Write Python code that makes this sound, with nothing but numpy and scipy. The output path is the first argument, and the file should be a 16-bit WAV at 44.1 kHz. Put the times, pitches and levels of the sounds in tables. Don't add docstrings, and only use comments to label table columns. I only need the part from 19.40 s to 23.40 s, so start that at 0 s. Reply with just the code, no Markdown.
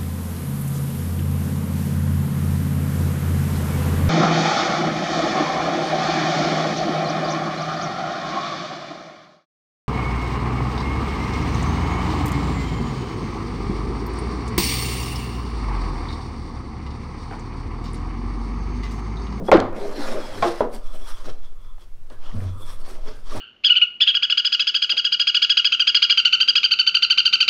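import sys
import numpy as np
from scipy import signal
from scipy.fft import rfft, irfft
from scipy.io import wavfile
from scipy.ndimage import uniform_filter1d, map_coordinates

SR = 44100
rng = np.random.default_rng(int(sys.argv[2]) if len(sys.argv) > 2 else 0)


def inscribe(sig):
    pcm = np.round(np.clip(np.atleast_2d(sig).T, -1, 1) * 32767)
    wavfile.write(sys.argv[1], SR, pcm.astype(np.int16))


def convert_level_to_amplitude(level_db):
    exponent = np.asarray(level_db, float) / 20
    return 10 ** exponent


N = 176400

# f/Hz, level/dB
BODY_COLOUR = [(120, -7), (220, 2.5), (400, 1), (650, -1.5), (1100, -8), (2500, -20)]
# f/Hz, width/Hz, level/dB
PANEL_MODES = [(285, 28, -2), (398.7, 25, 1.5), (519, 50, -2), (615.4, 14, 6)]


def unit(x):
    return x / np.sqrt(np.mean(x ** 2) + 1e-20)


def along(points, hz):
    f, v = np.transpose(points)
    return np.interp(np.log(hz + 0.15), np.log(f), v)


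def wobble(rate):
    knots = rng.standard_normal(int(N * rate / SR) + 4)
    return map_coordinates(knots, [np.arange(N) * rate / SR])


def noise(spectrum, peaks=(), grit_db=0, patchy_db=0):
    grit = wobble(700) + wobble(60) + wobble(14)
    x = rng.standard_normal(N) * convert_level_to_amplitude(grit_db * grit)
    z = signal.stft(x, nperseg=512)[2]
    patches = uniform_filter1d(rng.standard_normal(z.shape), 5, 0)
    patches = unit(uniform_filter1d(patches, 9, 1))
    x = signal.istft(z * convert_level_to_amplitude(patchy_db * patches), nperseg=512)[1]
    f = np.fft.rfftfreq(len(x), 1 / SR)
    closed = [(spectrum[0][0] / 3, -120)] + list(spectrum) + [(spectrum[-1][0] * 3, -120)]
    resonance = 1 + sum(convert_level_to_amplitude(db) / (1 + (2 * (f - centre) / width) ** 2) for centre, width, db in peaks)
    gain = convert_level_to_amplitude(along(closed, f)) * resonance
    return unit(irfft(rfft(x) * gain, len(x))[:N])


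def hump(s, length):
    t = np.arange(N) / SR - s
    rise_share = 0.92
    side = np.where(t < 0, rise_share, 2 - rise_share)
    return np.exp(-0.5 * (t / (length / 3 * side)) ** 2)


def swells(rows, waver, flutter_db):
    out = np.zeros(N)
    for s, db, hz, length in rows:
        strength = convert_level_to_amplitude(db - 2.5 + flutter_db * wobble(45)) * hump(s, length)
        cycles = hz * np.cumsum(1 + waver * wobble(40)) / SR
        out += strength * np.sin(2 * np.pi * cycles)
    return out


def knocks():
    # t/s, level/dB, contact softness f/Hz, decay stretch (0-2), bass cut f/Hz
    blow_rows = [
        (0.001, -26.5, 246, 0.96, 142.3),
        (0.0825, -15.5, 324, 0.087, 365),
        (0.1159, -11, 2380, 0.85, 166),
        (1.024, -16, 1764, 0.52, 276),
        (1.206, -19.5, 710, 0.5, 230),
        (2.701, -46, 4220, 0.4, 243),
    ]
    # f/Hz, level/dB per Hz
    wood_colour = [(71, -51), (120, -1.5), (629, -6.5), (835, -8), (1500, -13), (2640, -19.5), (3300, -17),
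                   (4840, -17.5), (15000, -54)]
    # f/Hz, t60/s
    decay_times = [(100, 0.73), (300, 0.45), (1000, 0.5), (4000, 0.2), (7000, 0.24), (14000, .05)]
    out, t = np.zeros(N + SR), np.arange(SR // 2) / SR
    for s, db, soft_hz, stretch, cut_hz in blow_rows:
        rattle_s = 0.027 * convert_level_to_amplitude(db / 2)
        hz, ts, z = signal.stft(rng.standard_normal(len(t)), SR, nperseg=256)
        t60 = stretch * along(decay_times, hz)[:, None]
        fall = convert_level_to_amplitude(-60 * np.maximum(ts - rattle_s, 0) / t60)
        contact = 1 / (1 + (hz / soft_hz) ** 2) / (1 + (cut_hz / (hz + 1)) ** 4)
        colour = convert_level_to_amplitude(along(wood_colour, hz)) * contact
        wash = signal.istft(z * fall * colour[:, None], SR, nperseg=256)[1][:len(t)]
        wash = wash / np.sqrt(np.mean(colour ** 2))
        crack_band = signal.butter(2, [cut_hz, 1.46 * soft_hz], 'band', fs=SR)
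        crack = unit(signal.lfilter(*crack_band, rng.standard_normal(len(t))))
        crack = convert_level_to_amplitude(3 - 60 * t / 0.0022) * crack
        bass_cut = signal.butter(2, 0.64 * cut_hz, 'high', fs=SR)
        blow = signal.lfilter(*bass_cut, wash * (1 - np.exp(-t / 0.00024)) + crack)
        out[round(s * SR):][:len(t)] += convert_level_to_amplitude(db) * blow
    return out[:N]


def struck():
    # t/s, level/dB, f/Hz, t60/s
    mode_rows = [(0.13, -2, 600, 0.067), (0.118, -5.5, 1090, 0.04), (.128, -15.5, 398, 0.3),
                 (0.18, -11.5, 270, 0.024), (.119, -12.5, 1400, .08), (.152, -9, 325, 0.099),
                 (1.027, -10, 685, 0.13), (1.024, -16, 1076, 0.16), (1.025, -23, 2306, 0.034),
                 (1.1, -24, 470, 0.16), (1.025, -20, 834, .3), (1.045, -21, 345, .3),
                 (1.2065, -11, 590, 0.11), (1.22, -26, 480, 0.29), (1.207, -27, 400, 0.3),
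                 (1.207, -14.5, 990, 0.069)]
    out = np.zeros(N)
    for s, db, hz, t60 in mode_rows:
        t = np.arange(N) / SR - s
        decay = convert_level_to_amplitude(db - 60 * np.abs(t) / t60 + 1.6 * wobble(60)) * (t > 0)
        out += decay * np.sin(2 * np.pi * hz * t)
    return out


def slap():
    start_s, length_s, sag_s = 0.1165, 0.043, 0.018
    from_hz, to_hz = 1000, 291.8
    t = np.maximum(np.arange(N) / SR - start_s, 0)
    hz = to_hz + (from_hz - to_hz) * np.exp(-t / sag_s) + 60 * wobble(120.4)
    shape = np.clip(t / 0.002, 0, 1) * np.clip((length_s - t) / 0.003, 0, 1)
    return convert_level_to_amplitude(-11.5 + 3.65 * wobble(160)) * shape * np.sin(2 * np.pi * np.cumsum(hz) / SR)


def drag():
    # t/s, speed as hiss level/dB, load as body level/dB
    drag_path = [(0.329, -62.5, -29.5), (.37, -43.5, -34), (.55, -43.5, -37.5), (0.609, -35.5, -31.5),
                 (.72, -36.5, -33), (0.764, -43, -34.5), (.8, -42.5, -34), (1, -40.5, -38),
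                 (1.07, -33.5, -61), (1.14, -44.5, -39.5), (1.2, -40, -47), (1.29, -63, -46)]
    # f/Hz, level/dB
    hiss_colour = [(500, 5), (1500, 0.5), (3000, -6.5), (4100, -5.5), (5600, -7), (6500, -13.5),
                   (10000, -16.5), (15500, -29.5)]
    s, hiss_db, body_db = np.transpose(drag_path)
    t = np.arange(N) / SR
    speed = convert_level_to_amplitude(np.interp(t, s, hiss_db, left=-120, right=-120))
    load = convert_level_to_amplitude(np.interp(t, s, body_db, left=-120, right=-120))
    hiss = speed * noise(hiss_colour, grit_db=1.03, patchy_db=2.0)
    return hiss + load * noise(BODY_COLOUR, PANEL_MODES, grit_db=0.5, patchy_db=3.2)


def rubs():
    # t/s, length/s, scrape, body and fizz level/dB
    rub_rows = [
        (.07, 0.062, -49, -57.5, -58.5),
                (1.349, 0.053, -45.5, -40, -51), (1.473, 0.12, -57.5, -55.5, -65.5),
                    (1.553, 0.047, -54.5, -51, -57), (1.624, 0.2, -57.5, -53, -62.5),
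                    (1.698, 0.067, -44.5, -53, -50.5), (1.767, 0.16, -51, -58, -61.5),
                    (1.875, 0.09, -47.5, -43, -63), (2.046, 0.075, -60.5, -61, -73),
                    (2.124, 0.028, -68, -65, -79), (2.245, 0.097, -66.5, -65, -74),
                    (2.418, 0.054, -57, -60.5, -65.5),
                (2.727, 0.056, -57.5, -49, -63.5), (2.859, 0.1343, -53, -53.5, -70),
                   (3.011, 0.21, -53, -45, -62.5), (3.085, 0.37, -71, -58, -82),
                   (3.217, 0.071, -55, -48.5, -55), (3.3, 0.11, -49.5, -55, -54.5),
                   (3.412, 0.043, -55.5, -48, -59.5), (3.487, 0.12, -48.5, -50, -60),
                   (3.529, 0.15, -53.5, -47, -63), (3.68, 0.094, -49, -45, -64),
                   (3.745, 0.16, -57.5, -56.5, -69.5), (3.885, 0.087, -53, -55, -64.5),
                   (3.93, 0.054, -40, -43, -56), (3.969, 0.057, -42, -33.5, -55)]
    # f/Hz, width/Hz, level/dB
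    gap_modes = [(1177, 610, 8), (3300, 260, -1), (5624, 220, -10)]
    # f/Hz, level/dB
    scrape_colour = [(400, -15), (900, -4), (2000, -5.5), (5500, -4), (6800, -11), (12000, -45.5)]
    fizz_colour = [(6500, -15), (7800, 0), (9200, 1.5), (11000, -4.5), (13000, -7.5), (15500, -13)]
    rows = np.array(rub_rows)
    shape = np.array([hump(s, 0.84 * length) + convert_level_to_amplitude(-14) * hump(s, 3 * length) for s, length in rows[:, :2]])
    scrape, body, fizz = np.sqrt(convert_level_to_amplitude(2 * rows[:, 2:].T) @ shape ** 2)
    return (convert_level_to_amplitude(0.5) * scrape * noise(scrape_colour, gap_modes, grit_db=1.8, patchy_db=1.5)
            + body * noise(BODY_COLOUR, PANEL_MODES, grit_db=1.4, patchy_db=2.5)
            + fizz * noise(fizz_colour, grit_db=1.5, patchy_db=-1.0))


def skates():
    # t/s, level/dB, f/Hz, length/s, width/Hz
    skate_rows = [(.425, -52, 4050, .05, 400), (.6, -46, 4200, .14, 400), (0.844, -49, 3310, 0.1, 180),
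                  (.95, -52, 3300, .1, 300), (1.348, -52, 4700, .05, 500), (1.546, -56, 1201, 0.71, 398.6),
                  (1.47, -60, 3450, .12, 250), (1.55, -56, 3200, .04, 500), (1.66, -57, 3350, .2, 300),
                  (1.66, -59, 5600, .2, 350), (1.78, -58, 3300, .12, 600), (2.055, -62, 3400, .09, 300),
                  (2.278, -65, 1160, 0.3, 399.7), (2.27, -66, 3400, 0.2, 300), (2.42, -60, 3350, .05, 350),
                  (2.74, -57, 1600, .08, 250), (2.88, -58, 3100, .14, 900), (2.87, -52, 900, .12, 700),
                  (3.154, -54, 1150, 0.78, 450.4), (3.1, -60, 3400, .15, 300), (3.22, -55, 3450, 0.08, 349),
                  (3.31, -54, 3500, .1, 400), (3.3, -56, 5500, .07, 600), (3.44, -59, 4500, .1, 350),
                  (3.76, -58, 1500, .1, 500), (3.927, -46, 1140, .045, 120)]
    t = np.arange(N) / SR
    out = np.zeros(N)
    for s, db, hz, length, width_hz in skate_rows:
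        strength = convert_level_to_amplitude(db + 3 * wobble(30)) * hump(s, length)
        band = wobble(width_hz) * np.sin(2 * np.pi * hz * t)
        band += wobble(width_hz) * np.cos(2 * np.pi * hz * t)
        out += strength * band
    return out


def ticks():
    # t/s, peak level/dB, centre f/Hz
    click_rows = [(.1162, -5, 1300), (.171, -25, 2400), (.202, -21, 2900), (.414, -33.5, 1900),
                  (.46, -40, 3100), (.566, -36, 1650), (.677, -36.5, 1790), (.769, -32.5, 1500),
                  (1.0251, -22, 3000), (1.031, -26, 2300), (1.159, -38, 3400), (1.339, -41.5, 1307),
                  (2.381, -46, 900), (2.702, -45.5, 2500), (2.829, -44.5, 1500), (2.915, -42, 1500),
                  (3.005, -38.5, 1700), (3.287, -48.5, 1180), (3.488, -44, 2200), (3.553, -41, 1880),
                  (3.893, -47, 1120)]
    out, t = np.zeros(N + SR), np.arange(SR // 20) / SR
    for s, db, hz in click_rows:
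        band = signal.butter(2, [hz / 1.5, hz * 1.5], 'band', fs=SR)
        decay = convert_level_to_amplitude(-60 * t * hz / 20)
        click = signal.lfilter(*band, decay * rng.standard_normal(len(t)))
        out[round(s * SR):][:len(t)] += convert_level_to_amplitude(db + 2.5) * click / np.abs(click).max()
    return out[:N]


def bumps():
    # t/s, level/dB, f/Hz, length/s
    bump_rows = [(.083, -34.5, 3300, 0.016), (.325, -23, 550, 0.01), (.445, -25.5, 400, 0.083),
                 (.6, -22.5, 285, 0.033), (.8, -32.5, 595, 0.077), (1.075, -19.5, 349, 0.043),
                 (1.21, -33, 3310, 0.0042), (3.53, -44, 374, 0.087), (3.69, -40, 430, 0.072),
                 (3.68, -45, 600, 0.047), (3.96, -39, 300, 0.064), (3.95, -39, 560, .07)]
    return swells(bump_rows, waver=0.0142, flutter_db=2.5)


def booms():
    # t/s, level/dB, f/Hz, length/s
    boom_rows = [
        (.21, -29, 97, 0.23),
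        (1.02, -34, 99.1, 0.23),
        (1.9, -40, 95, 0.076),
        (2.76, -47.5, 98, 0.11),
        (2.972, -21.5, 98.3, 0.054),
        (3.06, -19.5, 93.7, 0.14),
        (3.27, -40.5, 99, 0.48),
        (3.99, -29.5, 96.5, 0.077),
    ]
    return swells(boom_rows, waver=0.021, flutter_db=1.0)


def groan():
    # f/Hz, level/dB
    groan_colour = [(110, 5.5), (150, -10), (250, -4), (320, -48)]
    t = np.arange(N) / SR - 2.925
    beat = 1 + 0.34 * np.sin(2 * np.pi * 95 * t)
    decay = convert_level_to_amplitude(-31 - 60 * np.abs(t) / 0.8)
    return decay * np.clip(t / 0.011, 0, 1) * beat * noise(groan_colour)


def room(x):
    t = np.arange(SR // 2) / SR
    tail = uniform_filter1d(rng.standard_normal(len(t)), size=4) * convert_level_to_amplitude(-60 * t / 0.45)
    return signal.fftconvolve(np.pad(x, (300, 0)), tail / np.linalg.norm(tail))[:N]


def sway():
    # t/s, level/dB
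    shake_path = [(0, -6), (.7, 5), (1.1, -4), (1.5, 4), (2.1, 0), (2.7, -3.5), (3.298, 1.5), (4, 4.5)]
    # f/Hz, level/dB
    sway_colour = [(1.5, -26.5), (4, 6.5), (8, -2.5), (16, -8.5), (25, -14), (40, -53), (60, -54)]
    s, shake_db = np.transpose(shake_path)
    shake = convert_level_to_amplitude(np.interp(np.arange(N) / SR, s, shake_db - 0.5))
    return convert_level_to_amplitude(-24) * shake * noise(sway_colour)


def room_floor():
    # f/Hz, level/dB
    floor_colour = [(50, 1), (100, -14), (150, -15), (500, -18), (1100, -23.5), (2000, -27.5), (15500, -40)]
    # f/Hz, width/Hz, level/dB
    cavity_mode = [(97, 27, 13.5)]
    return convert_level_to_amplitude(-54.5) * noise(floor_colour, cavity_mode)


def scene():
    blows = knocks() + struck() + slap()
    friction = drag() + rubs() + skates() + ticks()
    wood = blows + friction + bumps() + booms() + groan()
    return (wood + convert_level_to_amplitude(-16.5) * room(wood) + sway() + room_floor())[None]


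def low_pass(x):
    return signal.sosfilt(signal.butter(12, 16290, fs=SR, output="sos"), x)


def record(dry):
    x = dry / (1 + np.abs(dry) ** 6) ** (1 / 6)
    x = irfft(rfft(x) * (np.fft.rfftfreq(N, 1 / SR) < 15800), N)
    return low_pass(x)


dry = scene()
out = record(dry)
inscribe(out)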